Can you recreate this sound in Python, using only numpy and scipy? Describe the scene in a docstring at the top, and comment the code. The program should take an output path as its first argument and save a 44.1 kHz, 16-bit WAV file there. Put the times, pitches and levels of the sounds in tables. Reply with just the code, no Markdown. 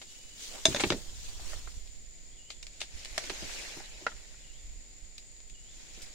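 """Harvesting a palm

A long-handled blade, thrown into ferns, bounces to rest; each impact excites the damped modes of
steel and handle. The harvester wades to the palm and hauls a frond down: fibres fracture, leaflets
rub, the stalk knocks. Insects shrill, far birds whistle and light wind rumbles on the microphones."""
import sys
import numpy as np
from scipy import signal
from scipy.fft import rfft, irfft
from scipy.io import wavfile
from scipy.ndimage import uniform_filter1d

SR = 44100
rng = np.random.default_rng(int(sys.argv[2]) if len(sys.argv) > 2 else 0)


def put_to_file(sound):
    """Save the sound as 16-bit audio at rate SR, in the file named by the first command-line argument."""
    columns = np.atleast_2d(sound).T  # one column per channel
    safe = np.clip(columns, -1, 1)
    whole_steps = np.round(safe * 32767)
    wavfile.write(sys.argv[1], SR, whole_steps.astype(np.int16))


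N = 270774
T = np.arange(N) / SR
HIT_T = np.arange(SR // 3) / SR  # time axis of one impact

# All levels are relative. Correlation between the two microphones: f/Hz, coefficient
CORRELATION = [(30, 0.21), (130, 0.73), (300, 1), (700, 0.94), (1400, 0.51), (3100, 0.052), (6800, 0.012)]
# Mismatch of the microphones: f/Hz, left minus right/dB
MIC_BALANCE = [(100, -1.5), (400, -0.5), (1000, -1.6), (2400, 0), (3800, -1), (5800, 3), (8500, 0.5),
               (15000, -0.5)]
# Spectrum of the distant hiss: f/Hz, level/dB
AIR_SPECTRUM = [(30, 7.5), (120, 6), (300, 3), (650, -2), (1150, -13), (1650, -8.5), (2000, 0.5),
                (3000, -4), (5000, 1), (6200, -8.5), (9200, -8), (10800, -25.5), (13000, -26.5),
                (16000, -22.5)]
# Spectrum of the insect chorus: f/Hz, level/dB
INSECT_SPECTRUM = [(5500, -40), (6400, -17.5), (6800, -4), (7050, 0.5), (7300, -5), (7800, -14),
                   (9000, -38.5), (13000, -53), (14100, -29.5), (15500, -43.5)]
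# Strength of the breeze: t/s, level/dB
BREEZE = [(0.0, -58.5), (0.4, -56), (1.0, -47), (1.55, -44.5), (2.1, -53.5), (2.6, -55), (3.3, -50.5),
          (3.7, -52.5), (4.4, -55.5), (4.7, -46.5), (4.92, -56), (6.14, -52.5)]
# Spectrum of the wind rumble: f/Hz, level/dB
RUMBLE_SPECTRUM = [(10, 6.5), (25, 4.5), (48, -0.5), (75, -14.5), (120, -19), (250, -36.5), (700, -56.5)]
# Puffs of wind on the microphones: t/s, level/dB, decay time/s
GUSTS = [(1.27, -44, 0.03), (1.55, -32, 0.018), (1.659, -44, 0.023), (1.765, -34.5, 0.013),
         (2.935, -40.5, 0.021), (3.107, -38, 0.013), (4.133, -43.5, .018), (5.021, -37.5, 0.011),
         (5.508, -41.5, 0.014)]
# Spectrum of the buffeting: f/Hz, level/dB
BUFFET_SPECTRUM = [(20, 0), (45, -1.5), (90, -9.5), (140, -26.5), (300, -36), (1000, -64)]
# Held notes of one bird: t/s, duration/s, level/dB
WHISTLES = [(0.04, 0.43, -55), (3.724, 0.45, -59.5)]
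# Swooping calls of a second bird: t/s, duration/s, level/dB
SWOOPS = [(2.306, 0.26, -57.5), (4.373, 0.24, -58.5), (5.477, 0.25, -59)]
# Contour of each swoop: fraction of the call, f/Hz, level/dB
SWOOP_CONTOUR = [(0, 3130, -6), (0.15, 3467, -0.5), (0.23, 3350, -5), (0.3, 2887, 2.5), (0.48, 2830, -2.5),
                 (0.68, 3000, -0.5), (0.83, 3370, -0.5), (1, 3740, -4)]
# Strokes through the ferns: peak t/s, rise/s, fall/s, leaf level/dB, stem level/dB
FERN_STROKES = [(0.1, 0.19, .55, -59, -75), (0.43, 0.042, 0.2, -47.5, -68.5),
                (0.56, 0.097, .05, -53.5, -53.5), (0.70, 0.037, 0.21, -43.5, -52),
                (0.88, .05, 0.037, -45.5, -59), (1.28, 0.16, 0.19, -54, -71.5),
                (1.52, 0.16, 0.1, -50.5, -57), (1.70, 0.14, .22, -59.5, -76)]
# Spectrum of rubbing ferns: f/Hz, level/dB
FERN_SPECTRUM = [(120, -24.5), (220, -4), (400, -1.5), (700, -3.5), (1300, -7), (1900, -5.5), (2400, -4.5),
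                 (3300, 0), (4600, -0.5), (7000, 0), (9000, -7), (10800, -15), (15500, -17.5)]
# Swings of the hauled frond: peak t/s, rise/s, fall/s, leaf level/dB, stem level/dB
FROND_SWINGS = [(2.76, 0.072, 0.18, -63, -78), (3.0, 0.091, 0.19, -55, -67.5),
                (3.24, 0.12, 0.22, -51, -58.5), (3.56, 0.34, 0.29, -47.5, -54.5),
                (4.02, 0.17, 0.66, -60.5, -70), (5.78, 0.11, 0.25, -61.5, -72.5),
                (6.03, 0.17, 0.16, -57.5, -66.5)]
# Spectrum of the swishing frond: f/Hz, level/dB
FROND_SPECTRUM = [(120, -33), (200, -11.5), (554, -5), (798, -7.5), (906, -9), (992, -11.5), (1330, -11.5),
                  (1540, -7), (2250, 0.5), (3300, -1.5), (6830, -2), (10800, -17.5), (15500, -26)]
# Fractures in stalks and litter: t/s, level/dB, decay time/s, tilt/(dB/octave), left minus right/dB
SNAPS = [(0.015, -43, 0.013, -3, 0.5), (1.874, -45, 0.0018, 5, -3), (2.503, -33.5, 0.0031, -1, 4),
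         (2.509, -47, 0.02, 3.5, -2), (2.6277, -36.5, 0.0033, 1.5, -1), (2.6675, -37.5, 0.0034, 1, 0),
         (2.804, -36.5, 0.021, 2, 1), (2.8154, -25, 0.0025, -1, 1.5), (2.832, -42, 0.0051, -1, -2),
         (3.048, -33, .002, 1, 3), (3.056, -32, 0.0018, -1, -2), (3.1792, -20.5, 0.0025, 3, -2.5),
         (3.2395, -34, 0.0024, -3.5, -1), (3.2978, -23, 0.0011, -3, -3), (3.3007, -29, 0.0046, -4, -4),
         (5.1804, -35, 0.0024, 3, -1), (5.365, -49, 0.0022, 3, 0), (5.403, -48.5, 0.0028, -3.5, 3),
         (5.498, -42, 0.0017, 2.5, 2), (6.0192, -43.5, 0.014, 9.5, -2)]
# Spectrum of a breaking fibre: f/Hz, level/dB
FIBRE_SPECTRUM = [(100, -30.5), (350, -4), (650, -4), (1200, -7), (2300, 3), (4500, 4), (6500, -3.5),
                  (8500, -6), (11000, -23), (16000, -31)]
# Knocks of the stalks: t/s, ring level/dB, crack level/dB, frequency ratio, left minus right/dB
KNOCKS = [(1.394, -46, -52, 0.55, -3), (1.531, -45, -41.5, 0.47, 1), (1.673, -45, -41, 0.56, -3),
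          (3.1782, -28.5, -27.5, 0.46, 2), (3.802, -41.5, -45, 0.55, 0.5), (4.0654, -19, -23, 1.01, -1),
          (4.117, -56, -45, 0.96, 0.5), (4.342, -67, -52, 0.93, 0)]
# Modes of a stalk at frequency ratio 1: f/Hz, level/dB, T60/s
STALK_MODES = [(494, -20, .05), (890, -15.5, .045), (1150, -23, 0.026), (1373, -2, 0.032),
               (1807, -15, 0.045), (2000, -18, 0.037), (2615, -22.5, .04), (4570, -25.5, .04)]
# Spectrum of a woody crack: f/Hz, level/dB
WOOD_SPECTRUM = [(100, -14.5), (300, -17.5), (480, -4), (900, -9), (1400, -2), (1900, -3.5), (2400, -14.5),
                 (4500, -17), (7000, -23), (11000, -45.5), (16000, -49.5)]
# Soft treads and bumps on the ground: t/s, level/dB, decay time/s, tilt/(dB/octave)
TREADS = [(0.681, -22, 0.0061, -5), (0.701, -30.5, 0.013, -7), (0.866, -27, 0.006, -8),
          (0.938, -35, 0.024, -1.5), (3.314, -43, 0.01, 3.5), (3.42, -39, 0.018, -7),
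          (3.767, -43, 0.017, 3), (4.008, -51, 0.045, 1), (5.975, -52, 0.018, 3)]
# Spectrum of struck soft ground: f/Hz, level/dB
THUD_SPECTRUM = [(30, -11), (90, -5.5), (140, -1), (220, 0.5), (330, 2), (520, -7), (750, -13.5),
                 (1200, -24.5), (3000, -44.5)]
# Landings of the tool: t/s, blade level/dB, handle level/dB, handle frequency ratio,
# crunch level/dB, crunch decay time/s, crunch cutoff f/Hz, thud level/dB
LANDINGS = [(0.6539, -10, -21.5, 1, -20.5, 0.008, 12000, -34.5),
            (0.746, -29, -29, 0.87, -23, 0.0029, 4600, -39),
            (0.7615, -29.5, -34.5, 0.7, -27, 0.012, 4460, -38),
            (0.796, -42, -36, 0.89, -23.5, 0.0069, 3440, -45),
            (0.8023, -32, -33, .8, -25.5, 0.013, 9200, -41),
            (0.837, -50, -29, 0.543, -16.5, 0.0043, 4000, -25),
            (0.9026, -37, -29.5, .67, -13, 0.0022, 5560, -25.5),
            (0.9205, -34, -27.5, 0.84, -25.5, 0.0068, 4940, -28.5)]
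# Modes of the steel blade: f/Hz, level/dB, T60/s
BLADE_MODES = [(2820, -14.5, .08), (3600, 2, 0.027), (3770, -3, 0.087), (5050, -8.5, 0.078),
               (5575, -24, 0.091), (5570, -17, 0.1), (6200, -13, 0.0776), (6457, -4.5, 0.11),
               (6740, -16, .11), (7520, -21, 0.079), (8740, -16, 0.089), (8890, -14, 0.059)]
# Modes of the handle at ratio 1; it rings lower against the ground: f/Hz, level/dB, T60/s
HANDLE_MODES = [(361, -5, .05), (648, 0.5, 0.075), (930, -7.5, 0.054), (1364, -13, .04), (1714, -8, 0.036)]
# Spectrum of crushed stems: f/Hz, level/dB
CRUNCH_SPECTRUM = [(100, -22), (300, -10), (700, -2), (1300, -5), (2300, 0.5), (3200, -4.5), (4200, -0.5),
                   (5500, -6.5), (8000, -2.5), (11000, -20.5), (16000, -20.5)]


def amp(db):
    """Amplitude ratio of a level in decibels."""
    return 10 ** (np.asarray(db) / 20)


def unit_rms(x):
    """Normalisation to unit mean power."""
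    return x / np.sqrt(np.mean(x ** 2) + 1e-20)


def curve_at(points, hz):
    """Interpolation of (f/Hz, value) points on a logarithmic frequency axis."""
    f, value = np.transpose(points)
    return np.interp(np.log(hz + 1), np.log(f + 1), value)


def bins(n):
    """Frequencies of an n-sample Fourier transform."""
    return np.fft.rfftfreq(n, 1 / SR)


def add(mix, s, sound):
    """Superposition of a stereo sound on the mix, from time s."""
    part = mix[:, max(round(s * SR), 0):][:, :sound.shape[1]]
    part += sound[:, :part.shape[1]]


def panned(db):
    """Channel gains for a left-right level difference."""
    return amp([[db / 2], [-db / 2]])


def drift(seconds, n=N):
    """Random fluctuation of unit rms, smoothed over the given time."""
    size = max(int(seconds * SR), 1)
    averaged = uniform_filter1d(rng.standard_normal(n), size, mode="wrap")
    return unit_rms(uniform_filter1d(averaged, size, mode="wrap"))


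def noise_pair(n, coherence=1):
    """Partial coherence: white noise at two microphones is related in the bass, not in the treble."""
    a, b = rfft(rng.standard_normal((2, n)))
    c = coherence * curve_at(CORRELATION, bins(n))
    return irfft(np.array([a, c * a + np.sqrt(1 - c ** 2) * b]), n)


def coloured(x, spectrum, tilt_db=0):
    """Minimum-phase filtering at unit power gain, with a tilt per octave."""
    n = x.shape[-1]
    hz = abs(np.fft.fftfreq(n, 1 / SR))
    gain = unit_rms(amp(curve_at(spectrum, hz) + tilt_db * np.log2(np.maximum(hz, 100))))
    response = np.exp(np.conj(signal.hilbert(np.log(gain + 1e-6))))
    return irfft(rfft(x) * response[:n // 2 + 1], n)


def burst(spectrum, decay, rise, grain_db, tilt_db=0):
    """A noise transient: grainy, filtered noise under an exponentially decaying envelope."""
    envelope = (1 - np.exp(-HIT_T / rise)) * np.exp(-HIT_T / decay)
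    grains = amp(grain_db * drift(0.00015, len(HIT_T)))
    sound = coloured(noise_pair(len(HIT_T)) * grains * envelope, spectrum, tilt_db)
    return unit_rms(sound) * np.sqrt(np.mean(envelope ** 2))


def struck(modes, contact_s, ring_db, spread_rad, ratio=1):
    """Modal vibration: forced during contact, then decaying freely; phases differ between channels."""
    forced = np.sin(np.pi * np.minimum(HIT_T / contact_s, 1))
    out = 0
    for hz, db, t60 in modes:
        free = amp(ring_db - 60 * HIT_T / t60) * np.minimum(2 * HIT_T / contact_s, 1)
        phase = 2 * np.pi * hz * ratio * HIT_T + spread_rad * rng.standard_normal((2, 1))
        out = out + amp(db) * (forced + free) * np.sin(phase)
    return out


def grove(x, t60, treble_t60):
    """Reverberation: trunks and leaves scatter sound into a tail whose decay depends on frequency."""
    hz, t, z = signal.stft(noise_pair(SR // 2), SR, nperseg=256)
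    decay = curve_at([(500, t60), (10000, treble_t60)], hz)[:, None]
    tail = signal.istft(z * amp(-60 * t / decay), SR, nperseg=256)[1]
    tail *= np.minimum(np.arange(tail.shape[1]) / SR / 0.0035, 1)
    return signal.fftconvolve(x, tail / np.linalg.norm(tail[0]), axes=1)[:, :N]


def background():
    """Amplitude-modulated noise: a broad distant hiss and the narrow band of an insect chorus."""
    air = coloured(noise_pair(N, coherence=0.31), AIR_SPECTRUM) * amp(0.39 * drift(0.2))
    insects = coloured(noise_pair(N), INSECT_SPECTRUM) * amp(0.36 * drift(0.15) + 0.8 * drift(0.008))
    return amp(-59.5) * panned(-0.5) * air + amp(-55.5) * panned(-0.3) * insects


def wind(strong_db=-43.5, buffet_growth=2.2):
    """Pressure fluctuations, strongest at the windward microphone; buffeting outgrows the breeze."""
    breeze_db = np.interp(T, *np.transpose(BREEZE))
    buffet_db = -48.5 + buffet_growth * (breeze_db - strong_db)
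    out = amp(breeze_db + 2.5) * panned(-4) * coloured(noise_pair(N), RUMBLE_SPECTRUM)
    out += amp(buffet_db) * panned(-12.5) * coloured(noise_pair(N), BUFFET_SPECTRUM)
    for s, db, decay in GUSTS:
        add(out, s, amp(db) * panned(-14.5) * burst(BUFFET_SPECTRUM, decay, rise=0.0042, grain_db=0.5))
    return out


def whistle(hz, db, jitter=0.011, flutter_db=2.5):
    """A sinusoid with slight random frequency and amplitude modulation."""
    n = len(hz)
    pitch = hz * (1 + jitter * drift(0.0047, n))
    level = amp(db + flutter_db * drift(0.0113, n)) * signal.windows.tukey(n, 0.15)
    return panned(0) * level * np.sin(2 * np.pi * np.cumsum(pitch) / SR)


def birds(note_hz=2950, scoop_hz=210.8, scoop_s=0.042, chip_at_s=5.243, chip_s=0.06, chip_hz=7850):
    """Frequency glides: one bird slides up to a held note, one swoops, one gives a thin arched chip."""
    out = np.zeros((2, N))
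    for s, length, db in WHISTLES:
        t = np.arange(0, length, 1 / SR)
        pitch = note_hz - scoop_hz * np.exp(-t / scoop_s)
        swell_db = np.interp(t / length, [0, 0.72, 1], [-7, 0, -16])
        add(out, s, whistle(pitch, db + swell_db, jitter=0.00208, flutter_db=3))
    fraction, hz, stress_db = np.transpose(SWOOP_CONTOUR)
    for s, length, db in SWOOPS:
        u = np.arange(0, length, 1 / SR) / length
        add(out, s, whistle(np.interp(u, fraction, hz), db + np.interp(u, fraction, stress_db)))
    arch = np.sin(np.pi * np.arange(0, chip_s, 1 / SR) / chip_s)
    add(out, chip_at_s, whistle(chip_hz + 264 * arch, -57 - 8 * (1 - arch)))
    return out


def stroke_envelopes(strokes, exponent):
    """Incoherent strokes add in power, giving leaf and stem amplitudes; exponent 1 is pointed, 2 round."""
    power = np.zeros((2, N))
    for s, rise, fall, leaf_db, stem_db in strokes:
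        from_peak = np.maximum((s - T) / rise, (T - s) / fall)
        swell = np.exp(-np.minimum(from_peak ** exponent, 20))
        power += (amp([[leaf_db], [stem_db]]) * swell) ** 2
    return np.sqrt(power)


def leaflets(x, patch_db):
    """Spectral modulation: each leaflet that slides past favours its own band for a moment."""
    z = signal.stft(x, nperseg=512)[2]
    across_bands = uniform_filter1d(rng.standard_normal(z.shape[1:]), size=6, axis=0)
    patches = unit_rms(uniform_filter1d(across_bands, size=5, axis=1))
    return signal.istft(z * amp(patch_db * patches), nperseg=512)[1][:, :N]


def rustle(envelopes, spectrum, grain_db, clump_db, coherence, crossover_hz=1800):
    """Friction noise: leaflets tick together above the crossover, heavier stems scrape below it."""
    leaves, stems = envelopes
    ticks = noise_pair(N, coherence)
    ticks *= amp(grain_db * np.array([drift(0.00018), drift(0.00014)]) + clump_db * drift(0.0085))
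    z, hz = rfft(coloured(leaflets(ticks, patch_db=2.2), spectrum)), bins(N)
    upper = 1 / (1 + (crossover_hz / (hz + 1)) ** 6)
    out = 0
    for level, share, low_hz, high_hz in ((leaves, upper, 2500, 6200), (stems, 1 - upper, 400, 1500)):
        band_rms = irfft(z.mean(0) * share * (hz > low_hz) * (hz < high_hz), N).std()
        out = out + irfft(z * share, N) / band_rms * level
    return out


def crackle(leaves, held_from_s=2, rest_per_s=4.8, extra_per_s=62):
    """A Poisson process: small fibres give more often and more loudly the harder the held frond moves."""
    out = np.zeros((2, N))
    chance, size, side = rng.random(N), rng.standard_normal(N), rng.standard_normal(N)
    rate = rest_per_s + extra_per_s * (leaves / leaves.max()) ** 2
    ticks = [burst(FIBRE_SPECTRUM, decay=0.0015, rise=0.00025, grain_db=8) for _ in range(20)]
    for i in np.flatnonzero((chance < rate / SR) & (T > held_from_s)):
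        level = (leaves[i] + amp(-55)) * amp(1.5 + 0.5 * min(size[i], 2))
        add(out, T[i], level * panned(2 * side[i]) * ticks[i % len(ticks)])
    return out


def harvesting():
    """Fracture and impact: fibres snap, knocked stalks crack and resonate, treads thud on the soil."""
    out = np.zeros((2, N))
    for s, db, decay, tilt_db, pan_db in SNAPS:
        snap = burst(FIBRE_SPECTRUM, decay, rise=0.00015, grain_db=5, tilt_db=tilt_db)
        add(out, s, amp(db) * panned(pan_db) * snap)
    for s, ring_db, crack_db, ratio, pan_db in KNOCKS:
        ring = struck(STALK_MODES, contact_s=0.0078, ring_db=-15, spread_rad=0.33, ratio=ratio)
        crack = burst(WOOD_SPECTRUM, decay=0.0053, rise=0.00036, grain_db=4.5)
        add(out, s, panned(pan_db) * (amp(ring_db) * ring + amp(crack_db) * crack))
    for s, db, decay, tilt_db in TREADS:
        add(out, s, amp(db) * burst(THUD_SPECTRUM, decay, rise=0.0012, grain_db=-3, tilt_db=tilt_db))
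    return out


def falling_tool():
    """Impact excitation: each landing rings blade and handle, crushes stems and thumps the soil."""
    out = np.zeros((2, N))
    for s, blade_db, handle_db, ratio, crunch_db, decay, cutoff_hz, thud_db in LANDINGS:
        blade = struck(BLADE_MODES, contact_s=0.0043, ring_db=-14, spread_rad=0.21)
        handle = struck(HANDLE_MODES, contact_s=0.004, ring_db=-1, spread_rad=0.2, ratio=ratio)
        lowpass = signal.butter(4, cutoff_hz, fs=SR, output="sos")
        crunch = signal.sosfilt(lowpass, burst(CRUNCH_SPECTRUM, decay, rise=0.00011, grain_db=5.5))
        thud = burst(THUD_SPECTRUM, decay=0.016, rise=0.00097, grain_db=-2)
        add(out, s, amp(blade_db) * blade + amp(handle_db) * handle)
        add(out, s, amp(crunch_db) * crunch + amp(thud_db) * thud)
    return out


def scene():
    """Superposition of far and near sources; the far birds carry the larger share of reverberation."""
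    brushing = stroke_envelopes(FERN_STROKES, exponent=0.89)
    hauling = stroke_envelopes(FROND_SWINGS, exponent=1.42)
    ferns = rustle(brushing, FERN_SPECTRUM, grain_db=2, clump_db=0.95, coherence=0.49)
    frond = rustle(hauling, FROND_SPECTRUM, grain_db=3, clump_db=0, coherence=0.1)
    outdoors, calls = background() + wind(), birds()
    far_birds = amp(-5.5) * (calls + grove(calls, t60=0.53, treble_t60=0.5))
    impacts = falling_tool() + harvesting()
    early = amp(-6.5) * grove(impacts, t60=0.064, treble_t60=0.12)
    late = amp(-26) * grove(impacts, t60=0.44, treble_t60=0.28)
    return outdoors + far_birds + ferns + frond + crackle(hauling[0]) + impacts + early + late


def record(dry, ceiling=0.85, cutoff_hz=15850):
    """Transduction: two unequal microphones saturate softly on the loudest clang; a low-pass follows."""
    mismatch_db = np.outer([0.5, -0.5], curve_at(MIC_BALANCE, bins(N)))
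    uneven = irfft(rfft(dry) * amp(mismatch_db), N)
    saturated = ceiling * np.tanh(uneven / ceiling)
    lowpass = signal.firwin(511, cutoff_hz, window=("kaiser", 9), fs=SR)
    return signal.oaconvolve(saturated, lowpass[None], "same")


dry = scene()
out = record(dry)
put_to_file(out)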